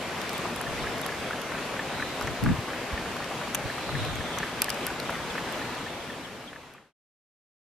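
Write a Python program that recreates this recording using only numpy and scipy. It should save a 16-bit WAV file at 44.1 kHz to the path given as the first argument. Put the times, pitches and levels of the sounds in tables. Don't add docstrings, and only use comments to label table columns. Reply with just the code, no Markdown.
import sys
import numpy as np
from scipy import signal
from scipy.fft import rfft, irfft, next_fast_len
from scipy.io import wavfile
from scipy.ndimage import uniform_filter1d, map_coordinates

SR = 44100
rng = np.random.default_rng(int(sys.argv[2]) if len(sys.argv) > 2 else 0)


def master(y):
    cut = np.clip(np.atleast_2d(y).T, -1, 1)
    pcm = np.round(cut * 32767)
    wavfile.write(sys.argv[1], SR, pcm.astype(np.int16))


N = 335601
TIME = np.arange(N) / SR


def amp(db):
    return 10 ** (np.asarray(db) / 20)


def unit(x):
    return x / np.sqrt(np.mean(x ** 2) + 1e-20)


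def along(points, hz):
    freqs, values = np.transpose(points)
    return np.interp(np.log(hz + 1), np.log(freqs + 1), values)


def wobble(rate):
    return map_coordinates(rng.standard_normal(int(N * rate / SR) + 4), [TIME * rate])


def filtered(x, response):
    size = x.shape[-1]
    padded = next_fast_len(size + 8192)
    return irfft(rfft(x, padded) * response(np.fft.rfftfreq(padded, 1 / SR)), padded)[..., :size]


def add(track, start_s, sound):
    part = track[..., round(start_s * SR):][..., :sound.shape[-1]]
    part += sound[..., :part.shape[-1]]


def rush(spectrum, likeness, patchy_db):
    bins = signal.stft(rng.standard_normal((2, N)), nperseg=512)[2]
    patches = uniform_filter1d(rng.standard_normal(bins.shape[1:]), size=5, axis=0)
    patches = uniform_filter1d(patches, size=12, axis=1)
    pair = signal.istft(bins * amp(patchy_db * unit(patches)))[1][:, :N]

    def colour_and_width(hz):
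        angle = np.arccos(np.clip(along(likeness, hz), -1, 1)) / 2
        return amp(along(spectrum, hz)) * [np.cos(angle), np.sin(angle)]

    mid, side = filtered(pair, colour_and_width)
    return unit(np.array([mid + side, mid - side]))


def noise_band(hz, width_hz):
    phase = 2 * np.pi * np.cumsum(hz * np.ones(N)) / SR
    return unit(wobble(width_hz) * np.cos(phase) + wobble(width_hz) * np.sin(phase))


def glide(progress, first_hz, last_hz, width_hz):
    progress = np.clip(progress, 0, 1)
    hz = first_hz + (last_hz - first_hz) * progress
    swell = np.abs(np.sin(np.pi * progress)) ** 0.78
    return swell * np.array([noise_band(hz, width_hz), noise_band(hz, width_hz)])


def air():
    # time_s, level_db
    flow = [(0, -33), (2.9, -34), (4.5, -33.5), (6, -34.5)]
    # freq_hz, density_db
    spectrum = [(15, -41), (30, -12), (85, -8), (158, -2.5), (280, -2.5), (580, -2.5), (1130, -6),
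                (1800, -8), (2500, -9.5), (3900, -15), (5200, -19), (6900, -22), (12900, -30),
                (14200, -33.5), (14900, -54.5)]
    # freq_hz, correlation
    likeness = [(60, 0.71), (130, 0.96), (290, 0.96), (640, 0.94), (1410, 0.79), (3100, 0.55), (6800, 0),
                (15000, 0)]
    # pitch_hz, level_db
    drone_bands = [(153, -55.5), (253, -51)]
    flow_db = np.interp(TIME, *np.transpose(flow)) + 0.45 * wobble(9)
    drone = sum(amp(db) * noise_band(hz, width_hz=32) for hz, db in drone_bands)
    return amp(flow_db) * rush(spectrum, likeness, patchy_db=1.0) + drone


def gust_force(breeze_db=-53.5, attack_s=0.015, release_s=0.024):
    # start_s, hold_s, level_db
    gusts = [(0.667, 0.23, -41), (1.97, 0.055, -42.5), (2.233, 0.083, -38.5), (2.438, 0.083, -21),
             (3.645, 0.011, -39), (3.904, 0.31, -36.5)]
    power = amp(breeze_db) ** 2
    for start_s, hold_s, db in gusts:
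        before = np.maximum(start_s - TIME, 0) / attack_s
        after = np.maximum(TIME - start_s - hold_s, 0) / release_s
        power = power + (amp(db) * np.exp(-before - after)) ** 2
    return np.sqrt(power)


def buffeting(light_db=-35.0, hardening_db=13, lumps_db=0.5):
    # freq_hz, density_db
    rumble = [(15, -17.5), (35, -6.5), (70, 2.5), (130, 0.5), (220, -14.5), (500, -34), (1500, -63)]
    # freq_hz, density_db
    blast = [(15, -7.5), (40, -10.5), (95, 2), (165, 3.5), (270, 0.5), (430, -21), (1500, -36.5),
             (5000, -70.5)]
    force = gust_force()
    hardness = np.clip((20 * np.log10(force) - light_db) / hardening_db, 0, 1)
    light = rush(rumble, likeness=[(60, 0.28)], patchy_db=1.9)
    heavy = rush(blast, likeness=[(60, 0.3), (300, 0.1)], patchy_db=0.5)
    lumps = amp(lumps_db * np.array([wobble(27), wobble(28)]))
    return force * lumps * (np.sqrt(1 - hardness) * light + np.sqrt(hardness) * heavy)


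def thumps():
    # centre_s, level_db, pitch_hz, left_minus_right_db, half_length_cycles
    eddies = [(2.592, -24, 122, 0, 0.69), (2.94, -26.5, 67.5, -7, .76), (3.659, -32, 110, -12, .8),
              (3.955, -29, 137, 9, 3.3), (4.03, -31, 113, 2, 2.2), (4.092, -33, 150, 3, 2.3),
              (4.19, -33, 75, 1.5, 1.2), (4.338, -35, 155, 0, 1.5)]
    out = np.zeros((2, N))
    for centre_s, db, hz, lean_db, cycles in eddies:
        turns = (TIME - centre_s) * hz
        push = np.exp(-(turns / cycles) ** 2) * np.sin(2 * np.pi * (turns + rng.random()))
        out += amp(db + np.array([[1], [-1]]) * lean_db / 2) * push
    return out


def struck(modes, scrape_t60_s, scrape):
    t = np.arange(SR // 40) / SR
    slip = scrape * rng.standard_normal((2, len(t))) * amp(-60 * t / scrape_t60_s)
    slip[:, 0] += 1

    def resonances(f):
        return sum(amp(db) * 1j * f * width / (hz * hz - f * f + 1j * f * width)
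                   for hz, width, db in modes)

    return unit(filtered(slip, resonances)) * np.sqrt(SR / 1000 / len(t))


def ticks(snap_gain_db=-8.5, body_gain_db=3.0, tail_gain_db=-30, faint_count=10, usual_hz=4900):
    # start_s, snap_db, body_db, ring_hz
    slips = [(0.2162, -28, -34, 4900), (0.2935, -28, -31, 4900), (0.3317, -26.5, -43, 4900),
             (0.34, -31, -43, 4900), (0.3805, -24, -41.5, 4900), (0.5618, -22.5, -40, 4900),
             (0.6142, -19, -41.5, 4900), (0.982, -31, -40.5, 4900), (1.0153, -23.5, -40, 4900),
             (1.0637, -19.5, -33.5, 4930), (1.417, -27, -36, 4900), (2.2116, -33, -33, 4900),
             (2.2245, -28, -37, 4900), (2.273, -41, -35, 5750), (2.4388, -24, -35.5, 4900),
             (3.1665, -34, -40, 4900), (3.2435, -38, -36, 4900), (3.5475, -10, -23, 6300),
             (3.5493, -24, -29, 7400), (3.5509, -24, -24.5, 6400), (3.5525, -20, -25, 6460),
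             (4.0502, -34, -31, 3500), (4.1565, -31, -37, 6400), (4.3862, -28.5, -27.5, 6000),
             (4.619, -14.5, -27, 4900), (4.6195, -4, -19, 4900), (4.6209, -14.5, -28, 5000),
             (4.6435, -16, -27.5, 4500), (4.6942, -22.5, -29, 4900), (4.7028, -14.5, -23, 4900),
             (4.7445, -33, -39.5, 6200), (4.8672, -12, -33, 5270), (5.0004, -30, -29, 4030),
             (5.1046, -32, -43.5, 4900), (5.5246, -27.5, -42, 4900), (5.751, -34.5, -40, 4900),
             (6.738, -24, -38, 4900)]
    # pitch_hz, width_hz, level_db
    bright_modes = [(8270, 1100, -6), (10470, 2100, 2), (12300, 1500, -5.5)]
    # pitch_hz, width_hz, level_db
    case_modes = [(1450, 700, -7), (2664, 520, 2), (3210, 650, -5)]
    out = np.zeros((2, N))
    faint = [(when * N / SR, -41 + 3.0 * (2 * size - 1), -45, usual_hz)
             for when, size in rng.random((faint_count, 2))]
    for start_s, snap_db, body_db, ring_hz in list(slips) + faint:
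        body_modes = list(case_modes) + [(ring_hz, 870, 2.5)]
        tuning = (ring_hz / usual_hz) ** 0.34
        snap_modes = [(hz * tuning, width, db) for hz, width, db in bright_modes]
        snap = amp(snap_db + snap_gain_db) * struck(snap_modes, scrape_t60_s=0.007, scrape=0.15)
        body = amp(body_db + body_gain_db) * struck(body_modes, scrape_t60_s=0.016, scrape=0.13)
        tail = struck(snap_modes + body_modes, scrape_t60_s=0.04, scrape=0.94)
        add(out, start_s, snap + body + amp(snap_db + tail_gain_db) * tail)
    return filtered(out, lambda hz: np.exp(2j * np.pi * np.outer([1, -1], hz) * 9e-6)) * amp([[.6], [-.6]])


def swishes(flutter_db=1.32):
    # start_s, length_s, level_db, first_hz, last_hz
    bands = [(.66, .36, -53, 5800, 5100), (1.847, 0.47, -47, 4080, 3640), (3.62, 0.31, -49, 4250, 4050),
             (3.78, .42, -43.5, 4070, 3850), (3.749, .9, -46, 3580, 3250), (5.45, .55, -51, 4150, 3940),
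             (5.7, 0.48, -48, 3500, 3390)]
    hiss = sum(amp(db) * glide((TIME - start_s) / length_s, first_hz, last_hz, width_hz=600)
               for start_s, length_s, db, first_hz, last_hz in bands)
    return hiss * amp(flutter_db * wobble(16)) * amp([[-2.0], [1.0]])


def chatter(count=45, loudest_db=-34.5, centre_hz=1070, rise_s=0.0021):
    out = np.zeros(N)
    t = np.arange(SR // 10) / SR
    for when, softness, pitch, length in rng.random((count, 4)):
        age = t / (rise_s * (.5 + length))
        envelope = (age * np.exp(1 - age)) ** 2
        hz = centre_hz * 2 ** ((pitch - .5) / 2)
        add(out, when * N / SR, amp(loudest_db - 5.5 * softness) * envelope * np.sin(2 * np.pi * hz * t))
    return out


def squeaks(length_s=0.044):
    # centre_s, level_db
    rubs = [(.36, -44), (.584, -45), (.819, -42), (1.047, -40), (1.271, -44), (4.106, -47), (4.347, -43.5),
            (4.598, -45.5), (4.841, -45), (5.071, -43), (5.309, -45), (5.537, -45.5), (5.78, -48),
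            (6.019, -44), (6.251, -41), (6.485, -38.5)]
    centres_s, levels_db = np.transpose(rubs)
    nearest = np.searchsorted((centres_s[1:] + centres_s[:-1]) / 2, TIME)
    progress = (TIME - centres_s[nearest]) / length_s + .5
    return amp(levels_db[nearest]) * glide(progress, first_hz=3850, last_hz=2800, width_hz=220)


def knock(hz, rattle_share, swell_s=0.0036, ring_db=-2.5, rattle_db=-1.5, overtone_db=-26):
    # freq_hz, density_db
    spectrum = [(300, -28), (750, -7.5), (1300, -3), (1800, -2.5), (2300, -7), (3000, -19), (8000, -54.5)]
    t = np.arange(SR // 40) / SR
    envelope = (t / swell_s * np.exp(1 - t / swell_s)) ** 1.5
    phase = 2 * np.pi * (hz * t + rng.random())
    ring = np.sin(phase) + amp(overtone_db) * np.sin(2.1 * phase)
    tuning = (hz / 1700) ** 0.95
    rattle = unit(filtered(rng.standard_normal(len(t)), lambda f: amp(along(spectrum, f / tuning))))
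    ring_gain = amp(ring_db) * np.sqrt(1 - rattle_share)
    rattle_gain = amp(rattle_db) * np.sqrt(rattle_share)
    return envelope * (ring_gain * ring + rattle_gain * rattle)


def knocks():
    # start_s, level_db, pitch_hz, rattle_share (0-1)
    contacts = [(.388, -30, 1160, .4), (.453, -22, 1020, .5), (.566, -30, 1200, 0.2),
                (0.607, -28, 1450, .4), (.637, -33, 1480, .3), (.665, -26, 1770, 0), (0.84, -33, 1340, 0.3),
                (.868, -25, 1706, 0.08), (1.057, -26, 1350, 0.5), (1.088, -29, 1700, .2),
                (1.119, -28, 1700, .4), (1.276, -30, 1290, .4), (1.305, -24, 1470, 0.2),
                (1.33, -26, 1690, 0.14), (1.517, -29, 1500, .4), (1.547, -32, 1580, 0.3),
                (1.574, -30.5, 1490, 0.4), (1.737, -28.5, 1290, 0.56), (1.764, -29.5, 1540, .4),
                (1.792, -21, 1770, .12), (1.997, -28, 1480, .3), (2.022, -22, 1740, 0.2),
                (2.21, -25.5, 1250, 0.5), (2.272, -25, 1830, .6), (2.46, -22, 1457, 0.34),
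                (2.487, -28, 1740, .3), (2.68, -27, 1130, 0.5), (2.702, -33, 1370, 0.9),
                (2.731, -29.5, 1560, 0.6), (2.975, -25.5, 1790, 0.12), (3.163, -31, 1180, .5),
                (3.198, -30.5, 990, .6), (3.221, -31.5, 1880, 0.5), (3.311, -28, 1150, 0.1),
                (3.411, -28, 1250, 0.5), (3.472, -31.5, 1150, .5), (3.547, -30, 1600, .8),
                (3.698, -28, 1770, 0.25), (3.778, -29, 1260, .3), (3.889, -27, 1240, .5),
                (3.922, -33, 1590, .5), (3.95, -27, 1760, 0.14), (4.205, -29, 1760, 0.2),
                (4.373, -29, 1270, 0.6), (4.399, -27.5, 1690, .5), (4.429, -21.5, 1744, .15),
                (4.623, -25, 1350, .5), (4.652, -32.5, 1090, .7), (4.681, -24, 1710, 0.35),
                (4.877, -29, 1490, .3), (4.902, -30, 1490, 0.2), (5.091, -23, 1335, .5),
                (5.123, -28, 1465, .5), (5.15, -28, 1870, 0.2), (5.351, -27.5, 1480, 0.6),
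                (5.379, -23, 1810, 0.3), (5.588, -27.5, 1450, .4), (5.613, -34, 1770, 0.4),
                (5.806, -28.5, 1310, .5), (5.863, -26, 1770, 0), (6.099, -25, 1800, 0.08),
                (6.529, -24, 1720, 0.4), (6.559, -23.5, 1710, 0.16), (6.748, -26.5, 1190, .5),
                (6.778, -26.5, 1790, 0.4)]
    out = np.zeros(N)
    for start_s, db, hz, rattle_share in contacts:
        add(out, start_s, amp(db) * knock(hz, rattle_share))
    return out


def scene():
    # freq_hz, left_minus_right_db
    lean = [(60, 1), (200, 1.5), (1300, 2), (2400, 0), (8000, 1)]
    rotor = knocks() + squeaks() + chatter()
    mix = air() + rotor + swishes() + buffeting() + thumps() + ticks()
    return filtered(mix, lambda hz: amp(np.outer([1, -1], along(lean, hz)) / 2))


def record(dry):
    # freq_hz, gain_db
    treble = [(20, 0), (13000, 0), (14200, -1.5), (15000, -11), (16000, -28)]
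    fade_span_s = (5.65, 6.93)
    top_hz, taper_hz = 16500, 900
    faded = dry * np.interp(TIME, fade_span_s, [1, 0])
    return filtered(faded, lambda hz: amp(along(treble, hz)) * np.clip((top_hz - hz) / taper_hz, 0, 1))


dry = scene()
out = record(dry)
master(out)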